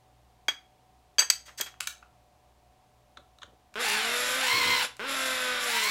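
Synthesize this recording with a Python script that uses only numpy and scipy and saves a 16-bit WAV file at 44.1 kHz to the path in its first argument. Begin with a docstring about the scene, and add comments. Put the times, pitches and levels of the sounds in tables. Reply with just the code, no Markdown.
"""A small workshop with a faint machine hum: a metal angle bracket is turned over and set down on a steel vice.
Its clinks are ringing tones plus a dead clack from the vice; a cordless drill is picked up with short knocks.
The bit is placed, then bores in two slow bursts on a half-pulled trigger: current pulses make the speed control
buzz, tones tied to the motor's turning make the gears whine, and shaped noise makes the rattle and scrape.
Bench bumps, still air and reflections from close walls surround it."""
import sys
import numpy as np
from scipy import signal
from scipy.fft import rfft, irfft
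from scipy.io import wavfile
from scipy.ndimage import uniform_filter1d

SR = 44100
rng = np.random.default_rng(int(sys.argv[2]) if len(sys.argv) > 2 else 0)


def put_to_file(sound):
    """Save the sound as 16-bit audio at rate SR, in the file named by the first command-line argument."""
    columns = np.atleast_2d(sound).T  # one column per channel
    safe = np.clip(columns, -1, 1)
    whole_steps = np.round(safe * 32767)
    wavfile.write(sys.argv[1], SR, whole_steps.astype(np.int16))


N = 260345
T = np.arange(N) / SR  # time of every sample [s]
LABOURING, RACING = 44.6, 69.1  # shaft speed under full load and running nearly free [turns per s]


def amp(db):
    """Turns decibels into a gain."""
    return 10 ** (np.asarray(db) / 20)


def unit(x):
    """Scales a signal to an rms of 1."""
    return x / np.sqrt(np.mean(x ** 2) + 1e-20)


def curve(tables):
    """Joins the points of all bursts by straight lines in time."""
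    return np.interp(T, *np.concatenate(tables).T)


def read(points, hz):
    """Reads a table of values over frequency, with pitch spaced logarithmically."""
    f, value = np.transpose(points)
    return np.interp(np.log(hz + 1), np.log(f + 1), value)


def add(mix, s, sound):
    """Mixes a sound in at time s, cutting it at the end of the mix."""
    part = mix[round(s * SR):][:len(sound)]
    part += sound[:len(part)]


def wander(hz):
    """Drifts at random with an rms of 1, up to about hz: random points joined by lines."""
    place = T * 2.5 * hz
    count = int(place[-1]) + 2
    return unit(np.interp(place, np.arange(count), rng.standard_normal(count)))


def body(spectrum, tilt_db=0, size=4096):
    """Gives an object's answer to a tap, energy 1, with its sound packed as early as the spectrum allows."""
    hz = np.fft.rfftfreq(size, 1 / SR)
    level_db = read(spectrum, hz) + tilt_db * np.log2(1 + hz / 1000)
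    cepstrum = irfft(np.log(amp(level_db)))
    # folding the second half onto the first makes the answer begin at the tap (minimum phase)
    cepstrum[1:size // 2] *= 2
    cepstrum[size // 2 + 1:] = 0
    response = irfft(np.exp(rfft(cepstrum)))
    return response / np.linalg.norm(response)


def through(x, spectrum):
    """Lets an object colour the sound x that passes through it."""
    return signal.oaconvolve(x, body(spectrum))[:N]


def contact(length, size=6000):
    """Two hard faces meet: tiny collisions swell at once, then fade with the contact length as time constant."""
    u = np.arange(size) / SR / max(length, 1e-4)
    return rng.standard_normal(size) * np.exp(-u) * (1 - np.exp(-(4 * u) ** 2))


# Bursts of drilling: (trigger pulled [s], released [s], time until the bit bites [s],
# gear rattle before later changes [dB], gear whine before later changes [dB])
BURSTS = [(3.756, 4.852, .05, -28.5, -5.5), (4.9944, 5.95, .1, -29.6, -8.5)]


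def bursts():
    """Gives the columns of the latest burst begun at each moment (the first burst before it starts)."""
    rows = np.array(BURSTS)
    latest = np.maximum(np.searchsorted(rows[:, 0], T) - 1, 0)
    return rows[latest].T


def running(coast_s):
    """Is 1 while the trigger is pulled, then dies away with the given time constant."""
    on, off, *_ = bursts()
    return (T >= on) * np.exp(-np.maximum(T - off, 0) / coast_s)


# Motor shaft in each burst; it spins up, sags under the load, then races:
# (time [s], speed before smoothing [turns per s])
SHAFT = [
    [(3.757, 10.4), (3.855, 55.3), (3.925, 58.7), (4.07, 45.7), (4.185, 40.7), (4.375, 37.9), (4.48, 65.0),
     (4.57, 71.4), (4.635, 65.3), (4.72, 67.7), (4.82, 64.0), (4.88, 15.6)],
    [(4.995, 8.1), (5.065, 36.5), (5.205, 44.5), (5.465, 39.8), (5.655, 37.1), (5.725, 62.7), (5.82, 64.3),
     (5.9, 74.2)],
]


def drill(inertia_s=.025, whine_racing_db=5.5):
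    """Adds buzz, whine, rattle and scrape, which follow the shaft speed and the bite of the bit."""
    # the rotor's mass rounds off changes of speed
    speed = uniform_filter1d(curve(SHAFT), round(inertia_s * SR))
    turns = np.cumsum(speed * (1 + 0.0015 * wander(20))) / SR
    fast = np.clip((speed - LABOURING) / (RACING - LABOURING), 0, 1)  # 0 labouring, 1 racing
    on, _, bite_s, rattle_level, whine_level = bursts()
    skid = 1 - np.clip((T - on) / bite_s, 0, 1) ** 2  # 1 as the bit first skids, 0 once it has bitten
    buzz, phase = chopper(fast)
    # the gears sing out as the motor races
    whine = gears(turns, speed, whine_level + whine_racing_db * fast ** 2)
    scrape = gear_rattle(turns, phase, fast, skid, rattle_level) + cutting(phase, fast, skid)
    return buzz + whine + scrape * running(0.01)


# Buzz of the speed control in each burst: (time [s], rate of current pulses [pulses per s])
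PULSE_RATE = [
    [(3.757, 201.6), (3.815, 254.0), (3.89, 202.9), (4.13, 241.0), (4.345, 254.5), (4.405, 264.6),
     (4.535, 237.0), (4.85, 250.9)],
    [(4.995, 193.9), (5.06, 276.2), (5.205, 262.6), (5.635, 246.0), (5.9, 205.6)],
]
# How the housing answers a kick: (frequency [Hz], relative level [dB])
HOUSING = [(100, -12), (250, -3), (450, 6.5), (530, 4), (750, -5.5), (1050, 1), (1300, 2.5), (1400, 4.5),
           (1530, 10.5), (1700, -2.5), (2500, -1), (3200, -3.5), (4200, -18), (6000, -19.5), (16000, -32)]


def chopper(fast, kick_db=-36.5, racing_db=-3.5, jitter=0.0032, uneven=0.023, waver_db=1):
    """Current pulses kick the motor and housing, hardest under load; returns buzz and place in the pulse cycle."""
    hz = curve(PULSE_RATE)
    db = kick_db + racing_db * fast + waver_db * wander(5.5)
    cycles = np.cumsum(hz * (1 + jitter * wander(61.4))) / SR
    # the pulses start afresh at each pull of the trigger
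    cycles = cycles - np.interp(bursts()[0], T, cycles) - .15
    samples_per_pulse = SR / hz
    from_pulse = (cycles + .5) % 1 - .5
    pulses = np.sinc(from_pulse * samples_per_pulse) * np.sqrt(samples_per_pulse)
    kicks = pulses * (1 + uneven * wander(80)) * amp(db) * running(0.0014)
    return through(kicks, HOUSING), cycles % 1


# Gear tones: (multiple of the shaft speed, relative level [dB])
GEAR_TONES = [(14, -44), (15, -37.5), (16, -41.5), (22, -48), (31, -32), (45, -46), (46, -43), (49, -40),
              (60, -45), (61, -40), (62, -40.5), (63, -45), (81, -44), (97, -45)]
# How well the gear case radiates a tone: (frequency [Hz], gain [dB])
GEAR_CASE = [(300, -9), (600, -3.5), (850, 1.5), (1050, 1), (1250, -5), (1400, -6), (1550, -2), (1750, -5),
             (1900, -3), (2050, 2), (2300, -2), (2550, -3), (2800, 3), (3100, 1), (3350, -7), (3900, -1),
             (4500, 1), (5300, -5), (6200, -16)]


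def gears(turns, speed, whine_db, whine_db_per_octave=1, brighten_db=2, slack=.042, flutter=.33):
    """Tooth-mesh tones and sidebands sweep through the case's resonances; slack between teeth makes them waver."""
    out, octaves = np.zeros(N), np.log2(speed / 67)
    for multiple, db in GEAR_TONES:
        # higher tones grow faster with speed
        growth_db = (whine_db_per_octave + brighten_db * np.log2(multiple / 15)) * octaves
        gain = amp(db + whine_db + growth_db + read(GEAR_CASE, multiple * speed))
        strength = gain * (1 + flutter * wander(30))  # flutter is a share of the strength
        cycles = multiple * turns + slack * wander(30)  # slack is in cycles
        out += strength * np.sin(2 * np.pi * cycles)
    return np.sqrt(2) * out * np.minimum(speed / LABOURING, 1) * running(0.0047)


def grit(phase, surge, grain_db):
    """Makes dense tiny impacts of uneven size that crowd after each kick of the motor."""
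    sizes = amp(grain_db * wander(740))
    crowding = 1 + surge * np.cos(2 * np.pi * (phase - .2))
    return unit(rng.standard_normal(N) * sizes * crowding)


def blend(x, fast, slow_spectrum, fast_spectrum):
    """Moves from the labouring to the racing colour as the motor speeds up."""
    return np.sqrt(1 - fast) * through(x, slow_spectrum) + np.sqrt(fast) * through(x, fast_spectrum)


# Colour of the gear rattle, labouring and racing: (frequency [Hz], relative level [dB])
RATTLE_SLOW = [(100, -32.5), (300, -9), (600, -8), (900, -7.5), (1500, 2), (2000, -0.5), (2600, -1),
               (3100, -4.5), (3600, 2.5), (4500, -7), (5500, -6.5), (6500, -36), (9000, -16), (16000, -86)]
RATTLE_FAST = [(100, -90), (300, -7), (600, -2), (1000, 0), (1300, 3), (1600, 6), (2100, 8.5), (2600, 6.5),
               (3200, 0), (4200, 8), (4800, -0.5), (5600, -1), (7000, -36), (16000, -15)]


def gear_rattle(turns, phase, fast, skid, level, trim_db=-6.5, racing_db=4, skid_db=-12.5, repeat=0.53, size=700):
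    """Rattles the gear teeth, harder as the motor races and weaker while the bit skids on the metal."""
    # the same tooth flaws come round on every turn, so part of the rattle repeats
    flaws = unit(np.interp(turns % 1, np.arange(size) / size, rng.standard_normal(size)))
    loose = grit(phase, surge=0.059, grain_db=1.5)
    teeth = np.sqrt(repeat) * flaws + np.sqrt(1 - repeat) * loose
    level_db = level + trim_db + racing_db * fast + skid_db * skid
    return amp(level_db) * blend(teeth, fast, RATTLE_SLOW, RATTLE_FAST)


# Cutting hiss in each burst, before the trim and the skid: (time [s], level [dB])
HISS = [
    [(3.82, -38.5), (3.894, -34), (4.024, -40), (4.174, -35.5), (4.83, -36.5)],
    [(5.1, -40), (5.262, -36), (5.592, -44), (5.624, -36), (5.89, -34)],
]
# Colour of the cutting hiss, labouring and racing: (frequency [Hz], relative level [dB])
CUT_SLOW = [(3000, -8), (5500, 6), (6700, 5), (7400, 11.5), (8000, 0.5), (10000, 3.5), (10800, 7.5),
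            (11400, 8), (12100, -7), (13500, -1.5), (16000, -17.5)]
CUT_FAST = [(3000, -36), (5500, 5.5), (6500, 1), (7400, 4.5), (8200, 1.5), (9800, -6.5), (11100, 2.5),
            (12200, -4.5), (13500, -4), (16000, -4.5)]


def cutting(phase, fast, skid, trim_db=-1.0, skid_db=-32):
    """Scrapes the bit through metal with uneven tiny impacts, nearly absent while the bit first skids."""
    chips = grit(phase, surge=0.049, grain_db=1.5) * amp(1.06 * wander(40))
    level_db = curve(HISS) + trim_db + skid_db * skid
    return amp(level_db) * blend(chips, fast, CUT_SLOW, CUT_FAST)


# Bracket on the vice: (time [s], level [dB], edge contact [0 flat to 1 edge], ring [factor on t60],
# clack against the level [dB], brightness [dB per octave], contact length [s])
CLINKS = [(0.483, -17.5, 0.11, 0.54, -1, -4.5, 0.00049), (0.487, -31.5, .2, 0.57, 2, 0, 0.0079),
          (1.1838, -18, 0.7, 1.1, -4, -4, 0.00027), (1.191, -12, 1, 0.83, -4.5, 0.5, 0.0026),
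          (1.202, -20, 1, 0.56, 0.5, 0.5, 0.0046), (1.218, -33.5, 0.3, 0.54, 8, -2.5, 0.0077),
          (1.3, -9, 0.93, 0.15, -6, 6, 0.0031), (1.453, -46.5, 0.6, 1.5, -1.5, 5.5, 0.03),
          (1.476, -53, 0.6, 0.41, 9, -6.5, 0.018), (1.574, -34.5, 0.6, 0.52, -0.5, 8, 0.031),
          (1.596, -39, 0.3, 0.41, 6, -9, 0.011), (1.61, -20, 0.13, 0.28, 0, 9.5, 0.00067),
          (1.6135, -35, 0, 0.75, 4, -3.5, 0.0036), (1.658, -42.5, 0.04, 0.78, 4.5, 0, 0.015)]
# Ringing tones of the bracket: (frequency [Hz], relative level struck on the flat [dB],
# relative level struck on the edge [dB], t60 before the ring factor and contact length [s])
BRACKET = [(1649, -19.5, -11.5, 0.068), (1790, -22, -25, 0.1), (2270, -7.5, -16, 0.052),
           (2485, -15.5, -15, 0.09), (3229, 0, -20, 0.075), (3288, 5.5, -20.5, 0.14), (3280, -8, -24, .12),
           (4635, -17.5, -7, 0.043), (4655, -10.5, 2.5, 0.096), (4760, -9.5, -12, .09),
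           (6080, -14, -3.5, .08), (6180, -15, -14.5, 0.07), (6440, -11, -7, 0.15), (6600, -18, -14, 0.18),
           (7730, -29.5, -15.5, 0.085), (7960, -22.5, -5, .11), (8400, -28.5, -19, .05),
           (12130, -21.5, -22, 0.15), (13200, -19.5, -22, 0.15), (13620, -24, -28.5, 0.11),
           (14690, -33, -28, 0.073)]
# The vice's dead answer: (frequency [Hz], relative level [dB])
VICE = [(60, -38), (180, -25.5), (330, -10.5), (700, -6.5), (1100, -1.5), (1800, 4), (2500, -0.5),
        (4000, -5), (6500, -6.5), (9000, -14.5), (11000, -27.5), (16000, -36.5)]


def clinks(clack_s=0.0031, seated=0.5, settle_s=0.012):
    """Rings the bracket by where it lands; it loses half its swing as it seats, and the vice clacks."""
    out, t = np.zeros(N), np.arange(SR // 3) / SR
    hz, flat_db, edge_db, t60 = np.transpose(BRACKET)[:, :, None]
    settling = seated + (1 - seated) * np.exp(-t / settle_s)
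    for s, db, edge, ring, clack_db, tilt_db, length in CLINKS:
        weight = amp(flat_db + edge * (edge_db - flat_db) + tilt_db * np.log2(hz / 5000))
        swing = np.sin(2 * np.pi * (hz * t + rng.random(hz.shape)))
        decay = amp(-60 * t / (t60 * ring + 4 * length))
        onset = 1 - np.exp(-3 * t / length)
        modes = (weight * decay * swing).sum(0) * onset
        add(out, s, amp(db) * modes * settling)
        clack = signal.fftconvolve(contact(length + clack_s), body(VICE, tilt_db))
        add(out, s, amp(db + clack_db) * clack)
    return out


# Clacks of the drill as it is lifted, gripped and its trigger taken up:
# (time [s], level [dB], brightness [dB per octave], contact length [s])
HANDLING = [(1.7410, -39, -9, 0.00087), (1.8033, -28, 2.5, 0.002), (1.8068, -14.5, 3, 0.001),
            (1.8140, -38, -12, 0.0039), (1.8716, -19, 4.5, 0.0027), (1.875, -23, 1, 0.0012),
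            (2.0255, -44.5, -9.5, 0.0045), (3.74, -40.5, 0, 0.0027), (4.967, -42, 4.5, 0.0022)]
# Colour of the drill's clacks: (frequency [Hz], relative level [dB])
DRILL_BODY = [(80, -28), (300, -21.5), (800, -8.5), (1200, 1.5), (1600, 5), (2000, -5), (2500, 0),
              (3600, -7.5), (4800, -7), (6200, -7), (9500, -13.5), (16000, -25.5)]
# The bit is set on the held bracket: (time [s], level [dB], brightness [dB per octave], contact length [s])
BIT_TAPS = [(3.1705, -34.5, -1.5, 0.0043), (3.3855, -42, 6, 0.0016), (3.4160, -41.5, -0.5, 0.0095),
            (3.4305, -31.5, -0.5, 0.0029)]
# Colour of the bit's taps: (frequency [Hz], relative level [dB])
BIT_BODY = [(80, -22.5), (300, -27), (900, -6), (1350, 4.5), (1750, -6), (2600, -11.5), (3300, -3),
            (3850, 1), (4700, -21), (6600, -13), (9500, -31), (16000, -43)]


def knocks(rows, spectrum):
    """Knocks on a body with short bursts of collisions, giving dead sounds without a long ring."""
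    out = np.zeros(N)
    for s, db, tilt_db, length in rows:
        knock = signal.fftconvolve(contact(length), body(spectrum, tilt_db))
        add(out, s, amp(db) * knock)
    return out


# Dull bumps as the drill presses and the bit snags: (time [s], level [dB], time to the peak [s])
BUMPS = [(3.174, -59, 0.014), (3.432, -57, 0.0093), (3.476, -59, 0.0083), (3.518, -60, 0.009),
         (4.525, -42.5, 0.033), (4.645, -41.5, 0.035)]
# Colour of the shaking bench: (frequency [Hz], relative level [dB])
BENCH = [(40, -28), (65, -10), (90, -1.5), (130, -2.5), (200, -6), (350, -3.5), (600, -2), (1500, -87)]


def shudder(tremble_db=-64):
    """Shakes the bench steadily while the drill runs; each bump swells and dies away."""
    level = amp(tremble_db) * running(0.034)
    for s, db, rise_s in BUMPS:
        u = np.maximum(T - s, 0) / rise_s
        level = level + amp(db) * u * np.exp(1 - u)
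    return level * through(rng.standard_normal(N), BENCH)


# Colour of the still air: (frequency [Hz], relative level [dB per Hz])
AIR = [(25, -15.5), (45, -12.5), (65, 0.5), (90, -14.5), (120, -10), (170, -11.5), (300, -14), (550, -14),
       (800, -11), (1000, -13.5), (1400, -22.5), (3000, -24.5), (8000, -31), (16000, -37.5)]
# Tones of the machine hum: (frequency [Hz], rms level before wavering [dB])
HUM = [(61, -72), (120, -74), (600, -78), (720, -74), (750, -71.5)]


def workshop(air_db=-65.5, waver=0.34):
    """Mixes still air, as shaped noise, with the wavering tones of a humming machine."""
    hum = np.zeros(N)
    for hz, db in HUM:
        strength = amp(db) * (1 + waver * wander(3.9))
        hum += strength * np.sin(2 * np.pi * (hz * T + 0.065 * wander(2)))
    air = amp(air_db) * through(rng.standard_normal(N), AIR)
    return air + np.sqrt(2) * hum


# How long the room's reflections last: (frequency [Hz], t60 [s])
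ROOM = [(100, 0.33), (500, 0.26), (1500, 0.28), (4000, 0.29), (8000, 0.25), (16000, 0.2)]


def room(x, gap_s=0.0048):
    """Adds dense reflections from close walls, each band dying at its own speed."""
    size = SR // 2
    taps = rng.standard_normal(size) * (rng.random(size) < .15)
    taps *= np.arange(size) > gap_s * SR  # silence before the first reflection
    hz, t, z = signal.stft(taps, SR, nperseg=256)
    decay = amp(-60 * t / read(ROOM, hz)[:, None])
    tail = signal.istft(z * decay, SR, nperseg=256)[1]
    return signal.oaconvolve(x, tail / np.linalg.norm(tail))[:N]


def scene(drill_wet_db=-9, clink_wet_db=-12, knock_wet_db=-6, tap_wet_db=-11):
    """Mixes all sources and reflections, alike in both channels; the wet levels feed the room."""
    boring, metal = drill(), clinks()
    handling, taps = knocks(HANDLING, DRILL_BODY), knocks(BIT_TAPS, BIT_BODY)
    to_room = amp(drill_wet_db) * boring + amp(clink_wet_db) * metal
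    to_room += amp(knock_wet_db) * handling + amp(tap_wet_db) * taps
    mono = boring + metal + handling + taps + room(to_room) + shudder() + workshop()
    return np.array([mono, mono])


def record(dry):
    """Removes the highest treble with a steep low-pass at 15900 Hz, without shifting the sound in time."""
    low_pass = signal.firwin(511, 15900, window=("kaiser", 9), fs=SR)
    return signal.oaconvolve(dry, low_pass[None], "same")


dry = scene()
out = record(dry)
put_to_file(out)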